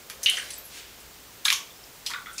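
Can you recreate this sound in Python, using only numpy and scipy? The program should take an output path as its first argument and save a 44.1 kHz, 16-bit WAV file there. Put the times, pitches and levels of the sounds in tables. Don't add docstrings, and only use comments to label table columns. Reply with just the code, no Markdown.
import sys
import numpy as np
from scipy import signal
from scipy.fft import rfft, irfft, next_fast_len
from scipy.io import wavfile

SR = 44100
rng = np.random.default_rng(int(sys.argv[2]) if len(sys.argv) > 2 else 0)


def invert_db(x):
    u = np.asarray(x, float) / 20
    return 10 ** u


def wav_out(sig):
    wavfile.write(sys.argv[1], SR, np.round(np.clip(np.atleast_2d(sig).T, -1, 1) * 32767).astype(np.int16))


N = 105840

LOW_CUT_HZ, TOP_HZ = 963, 15750


def unit(x):
    return x / np.sqrt(np.mean(x ** 2) + 1e-20)


def along(points, hz):
    point_hz, value = np.transpose(points)
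    return np.interp(np.log(hz + 1), np.log(point_hz + 1), value)


def filtered(x, response):
    size = next_fast_len(x.shape[-1] + 8192)
    spectrum = rfft(x, size) * response(np.fft.rfftfreq(size, 1 / SR))
    return irfft(spectrum, size)[..., :x.shape[-1]]


def band(size, centre_hz, octaves):
    def bell(hz):
        return np.exp(-(np.log2((hz + 1) / centre_hz) / octaves) ** 2 / 4)
    return unit(filtered(rng.standard_normal(size), bell))


def add(out, start_s, x):
    part = out[round(start_s * SR):][:len(x)]
    part += x[:len(part)]


def ping(pitch_hz, life_cycles, t):
    rise_per_cycle, soft_start = 0.004, 0.18
    cycles = pitch_hz * t
    swell = (1 - np.exp(-cycles / (0.12 + soft_start * life_cycles))) ** 2
    phase = 2 * np.pi * cycles * (1 + rise_per_cycle * np.minimum(cycles, 30) / 2)
    return 1.442 * np.sin(phase) * np.exp(-cycles / life_cycles) * swell


# hz, t60_s
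TILE_RING = [(500, 0.7), (1500, 0.35), (3000, 0.32), (6000, 0.3), (12000, 0.23)]


def in_bathroom(x, echo_db):
    tiles_db, tub_db, tub_t60_s, first_echo_s = 1, -5, 0.05, 0.003
    size = SR // 2
    hz, t, z = signal.stft(rng.standard_normal(size), SR, nperseg=256)
    decay = invert_db(-60 * t / along(TILE_RING, hz)[:, None])
    tiles = signal.istft(z * decay, SR, nperseg=256)[1][:size]
    tub = rng.standard_normal(size) ** 3
    tub = tub * invert_db(-60 * np.arange(size) / SR / tub_t60_s)
    echo = invert_db(tiles_db) * tiles / np.linalg.norm(tiles) + invert_db(tub_db) * tub / np.linalg.norm(tub)
    gap = np.zeros(round(first_echo_s * SR))
    return signal.fftconvolve(x, np.r_[1, gap, invert_db(echo_db) * echo])


def pings(events):
    out, t = np.zeros(N), np.arange(SR // 20) / SR
    for start_s, peak_db, pitch_hz, life_cycles, echo_db in events:
        sound = ping(pitch_hz, max(life_cycles, 1), t)
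        add(out, start_s, invert_db(peak_db) * in_bathroom(sound, echo_db))
    return out


# start_s, peak_db, pitch_hz, life_cycles, echo_db
LARGE_BUBBLES = [(0.242, -42, 1600, 4.4, 3.5), (0.263, -27.5, 2210, 3, 12), (0.37, -25, 1916, 2.3, -0.5),
                 (0.377, -23.5, 1675, 2.6, -2.5), (.394, -31.5, 1610, 5, 1.5), (1.456, -21, 1590, 2, 6),
                 (1.456, -31.5, 1210, 5.8, -2), (1.522, -21, 1090, 5.8, -7), (1.523, -20, 2260, 5.2, -8),
                 (2.099, -24.5, 960, 0.82, 6.5), (2.137, -24.5, 1416, 5.4, -3),
                 (2.146, -25.5, 1135, 4.6, -5), (2.160, -25, 1430, 4.8, -6), (2.260, -29.5, 2010, 2.7, -2),
                 (2.268, -30, 1316, 7.2, -2.5), (2.292, -34.5, 1455, 4.3, 1)]
MEDIUM_BUBBLES = [(0.2597, -8.5, 2896, 6.3, -7.5), (0.264, -7, 2813, 5.3, -5.5),
                  (0.2734, -11.5, 2880, 6.2, -4.5), (0.2875, -10.5, 2940, 6.4, -2),
                  (.3130, -16.5, 3000, 6.7, -15), (1.706, -41, 3400, 8, -7), (2.0842, -30.5, 3230, 5, 4.5),
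                  (2.1359, -21, 3600, 3.2, -4), (2.2588, -38, 3370, 5.1, 6.5), (2.293, -48, 3280, 8, 1),
                  (2.362, -45, 3440, 8.4, 0), (2.3807, -34, 2460, 5.3, 6.5)]
SMALL_BUBBLES = [(0.2359, -29, 5300, 12, -6), (0.2367, -20, 6070, 10, -18), (0.2587, -22, 5900, 9, -1),
                 (0.3699, -26, 5700, 20, -8), (0.3863, -25, 8240, 16.5, -5), (0.506, -30.5, 9450, 14, -2),
                 (0.5365, -28.5, 7420, 19, -6), (0.58, -25, 13000, 9, 5), (0.6394, -43, 11500, 14, 4),
                 (0.6537, -35, 10800, 12, 3), (1.7609, -43, 5100, 12, -0.5), (1.8382, -37, 5100, 11.4, -10),
                 (2.0704, -30, 5140, 16, -13), (2.3307, -38, 8450, 14, 0), (2.3806, -29, 5010, 17, -6)]


def bubbles():
    return pings(LARGE_BUBBLES + MEDIUM_BUBBLES + SMALL_BUBBLES)


# start_s, peak_db, pitch_hz, life_cycles,
# echo_db
SURFACE_CRACKS = [(0.2313, -17, 11300, 1.7, 4.5), (0.234, -15, 6100, 1.6, 2.5),
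                  (0.2375, -18, 6200, 1.8, -9), (0.2609, -4, 3670, 1.4, -1), (.2993, -2, 8850, 0.8, -5),
                  (1.4506, -18, 8100, 1.5, -13), (1.4534, -4.5, 3620, 3, -8), (1.457, -14, 6850, 0.85, -10),
                  (1.4820, -7.5, 3350, 2.1, -6), (1.4811, -14.5, 2304, 5.6, -9),
                  (1.4847, -9.5, 4000, 3.9, -29), (1.5026, 0.5, 3420, 0.93, -9),
                  (1.5032, -10, 2320, 2.6, -7), (1.5273, -10.5, 6100, 2, 3.5), (1.5270, -10.5, 3200, 2, -1),
                  (2.0635, -28, 7300, 1.7, -15), (2.064, -15, 4230, 1.9, -9),
                  (2.0666, -16.5, 3690, 2.4, -18), (2.115, -23, 1950, 1.7, -2),
                  (2.137, -20, 2200, 0.59, -0.5), (0.369, -28, 2980, 9, -1)]


def cracks():
    return pings(SURFACE_CRACKS)


def spray(centre_hz, octaves, size):
    drops_per_s, drop_cycles, scatter_db = 2500, 1.14, 1
    draw = rng.random((round(drops_per_s * size / SR), 3))
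    scatter = np.log(draw[:, 1] / (1 - draw[:, 1])) / 1.97
    hz = np.clip(centre_hz * 2 ** (octaves * scatter), LOW_CUT_HZ, TOP_HZ)
    k = np.arange(128)
    drops = ping(hz[:, None], drop_cycles, k / SR) * invert_db(-scatter_db * np.log(draw[:, 2:]))
    at = (draw[:, :1] * size).astype(int) + k
    crackle = np.bincount(at.ravel(), drops.ravel(), size + 128)[:size]
    fizz = band(size, centre_hz, octaves / 0.83)
    return unit(1.47 * unit(crackle) + fizz)


# start_s, level_db, centre_hz, spread_octaves, t60_s
WATER_SLAPS = [(0.0976, -31, 3520, 1.38, 0.041), (0.2309, -27.5, 10100, 0.59, 0.039),
               (.370, -31, 2520, 0.73, 0.059), (0.5044, -33, 6700, 0.64, 0.025),
               (.745, -42, 10280, 0.91, 0.011), (1.003, -42, 8100, 0.55, 0.019),
               (1.446, -40.5, 8900, 0.9, 0.13), (1.4515, -17, 5000, 0.97, 0.048),
               (1.458, -31, 8000, 1.1, 0.017), (1.480, -25.5, 3700, 0.71, 0.053),
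               (1.5023, -21, 5000, 0.93, 0.038), (1.5199, -32.5, 8300, 0.66, .06),
               (1.526, -15.5, 5000, 1.12, 0.013), (2.056, -42.5, 4060, 0.52, 0.041),
               (2.063, -26, 5130, 0.69, 0.042), (2.104, -30, 5800, 0.83, .02),
               (2.330, -50.5, 7950, 0.19, 0.25), (2.305, -46, 11900, .3, .006),
               (2.380, -34, 5800, 0.31, 0.14)]


def slaps():
    out, t = np.zeros(N), np.arange(SR // 10) / SR
    attack = 1 - np.exp(-t / 0.00019)
    for start_s, level_db, centre_hz, octaves, t60_s in WATER_SLAPS:
        burst = spray(centre_hz, octaves, len(t)) * invert_db(level_db - 60 * t / t60_s) * attack
        add(out, start_s, in_bathroom(burst, 0))
    return out


# start_s,
# peak_db, pitch_hz, life_cycles
NEAR_PINGS = [(0.1001, -21, 5000, 1.54), (.099, -32.5, 1280, 2), (.1003, -40, 8700, 6),
              (.1105, -34, 5200, 5.5), (0.279, -16, 3020, 7), (.2935, -14, 2950, 5),
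              (0.2998, -13.5, 3100, 5.9), (.3195, -18, 3070, 4.9), (.324, -22.5, 3000, 6.3),
              (.3335, -24, 2970, 5), (.343, -25.5, 2970, 7), (.376, -24.5, 2990, 8),
              (0.3837, -24, 1950, 4.2), (.391, -31, 2100, 3), (0.398, -24.5, 2800, 8.1),
              (.5065, -37, 4650, 4.84), (.508, -32, 2970, 4), (0.542, -31, 7860, 12),
              (.644, -41, 11700, 16), (.659, -41, 11500, 20), (.668, -42, 11300, 14),
              (1.458, -4.5, 4800, 1), (1.466, -23, 2900, 4), (1.472, -23, 3400, 4),
              (1.4965, -23, 3520, 5), (1.511, -27, 2110, 4), (1.4833, -21, 2500, 3.3),
              (1.5212, -16, 2870, 5), (2.069, -25, 3480, 4), (2.075, -25, 2900, 3.3),
              (2.0855, -40, 7500, 25), (2.088, -30, 3000, 2), (2.151, -31, 1750, 2),
              (2.1363, -16, 3030, 1), (2.1455, -21, 1920, 2.6), (2.167, -31, 1440, 4.6),
              (2.185, -33, 1430, 4), (2.192, -37, 1450, 4.5), (2.2735, -39, 1330, 5.4),
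              (2.282, -34, 1400, 3.7), (2.286, -38, 1350, 3.5), (2.303, -42, 1440, 6),
              (2.312, -33, 1460, 4), (2.3665, -45, 3620, 8), (2.382, -25, 6500, 10),
              (2.384, -38, 4070, 14)]


def near_pings():
    return pings([(*drip, -11.5) for drip in NEAR_PINGS])


# start_s, level_db
RAIN_BACK = [
    (0.2, -45.5),
    (0.34, -36.5),
    (0.41, -43.5),
    (0.532, -47.5),
    (0.66, -60),
]


def wash():
    start_s, level_db = np.transpose(RAIN_BACK)
    t = np.arange(start_s[0], start_s[-1], 1 / SR)
    patter = spray(5000, 0.75, len(t))
    patter = patter * invert_db(-3.5 + np.interp(t, start_s, level_db)) * signal.windows.tukey(len(t), 0.15)
    out = np.zeros(N)
    add(out, start_s[0], in_bathroom(patter, 0))
    return out


# hz, gain_db
HOUSING = [(1000, -3), (2000, 1.5), (3000, 0), (4500, 0.5), (6000, 0), (8500, 0), (11000, 3.5), (15500, -8)]


def through_housing(x):
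    near = filtered(x, lambda hz: invert_db(along(HOUSING, hz)))
    return signal.sosfilt(signal.butter(6, LOW_CUT_HZ, "high", fs=SR, output="sos"), near)


def swish():
    peak_s, rise_s, level_db = 0.782, 0.07, -44.5
    t = np.arange(N) / SR - peak_s

    def swell(fall_s):
        return np.where(t < 0, np.exp(-(t / rise_s) ** 2), np.exp(-np.abs(t) / fall_s))
    bright = swell(0.048) * band(N, 5300, 0.51)
    dull = invert_db(-1.5) * swell(0.13) * band(N, 2620, 0.49)
    return invert_db(level_db) * (bright + dull)


def slosh():
    peak_s, length_s = 0.35, 0.37
    swell = np.exp(-((np.arange(N) / SR - peak_s) / length_s) ** 2)
    out = invert_db(-56.5) * swell * band(N, 497, 0.3)
    gulp = ping(690, 16, np.arange(SR // 8) / SR)
    add(out, 0.328, invert_db(-44.5) * gulp)
    return out


# hz, density_db per Hz
HISS_CURVE = [(410, -81), (700, -1), (2200, -3), (6500, -4.5), (10500, -9.5), (12500, -9.5), (14000, -3.5),
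              (15500, -11)]
# hz, density_db per Hz
RUMBLE_CURVE = [(15, -38), (25, -8), (59, -4), (358, -7), (401, -4.5), (700, -10), (910, -42), (1540, -120)]
# pitch_hz, level_db rms
WHINES = [(15121, -69), (15150, -66), (7563, -69)]


def floor():
    hum_hz, hum_width_hz, steady_hum = 56, 11, 0.53
    t = np.arange(N) / SR
    hiss = filtered(rng.standard_normal(N), lambda hz: invert_db(along(HISS_CURVE, hz)) * (hz > 300))
    rumble = filtered(rng.standard_normal(N), lambda hz: invert_db(along(RUMBLE_CURVE, hz)))
    waver = filtered(rng.standard_normal(N), lambda hz: np.exp(-((hz - hum_hz) / hum_width_hz) ** 2))
    hum = unit(waver) + steady_hum * 2 * np.sin(2 * np.pi * hum_hz * t)
    out = invert_db(-49) * unit(hiss) + invert_db(-57) * unit(rumble) + invert_db(-65.5) * unit(hum)
    for pitch_hz, level_db in WHINES:
        out += np.sqrt(2) * invert_db(level_db) * np.sin(2 * np.pi * pitch_hz * t)
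    return out


def scene():
    water = through_housing(bubbles() + cracks() + slaps() + near_pings() + wash())
    return (water + swish() + slosh() + floor())[None]


def roll_off(x):
    return signal.sosfilt(signal.butter(12, 16510, fs=SR, output="sos"), x)


def record(dry):
    mix = filtered(dry, lambda hz: np.where(hz < TOP_HZ, 1, invert_db(-40)))
    return roll_off(mix)


dry = scene()
out = record(dry)
wav_out(out)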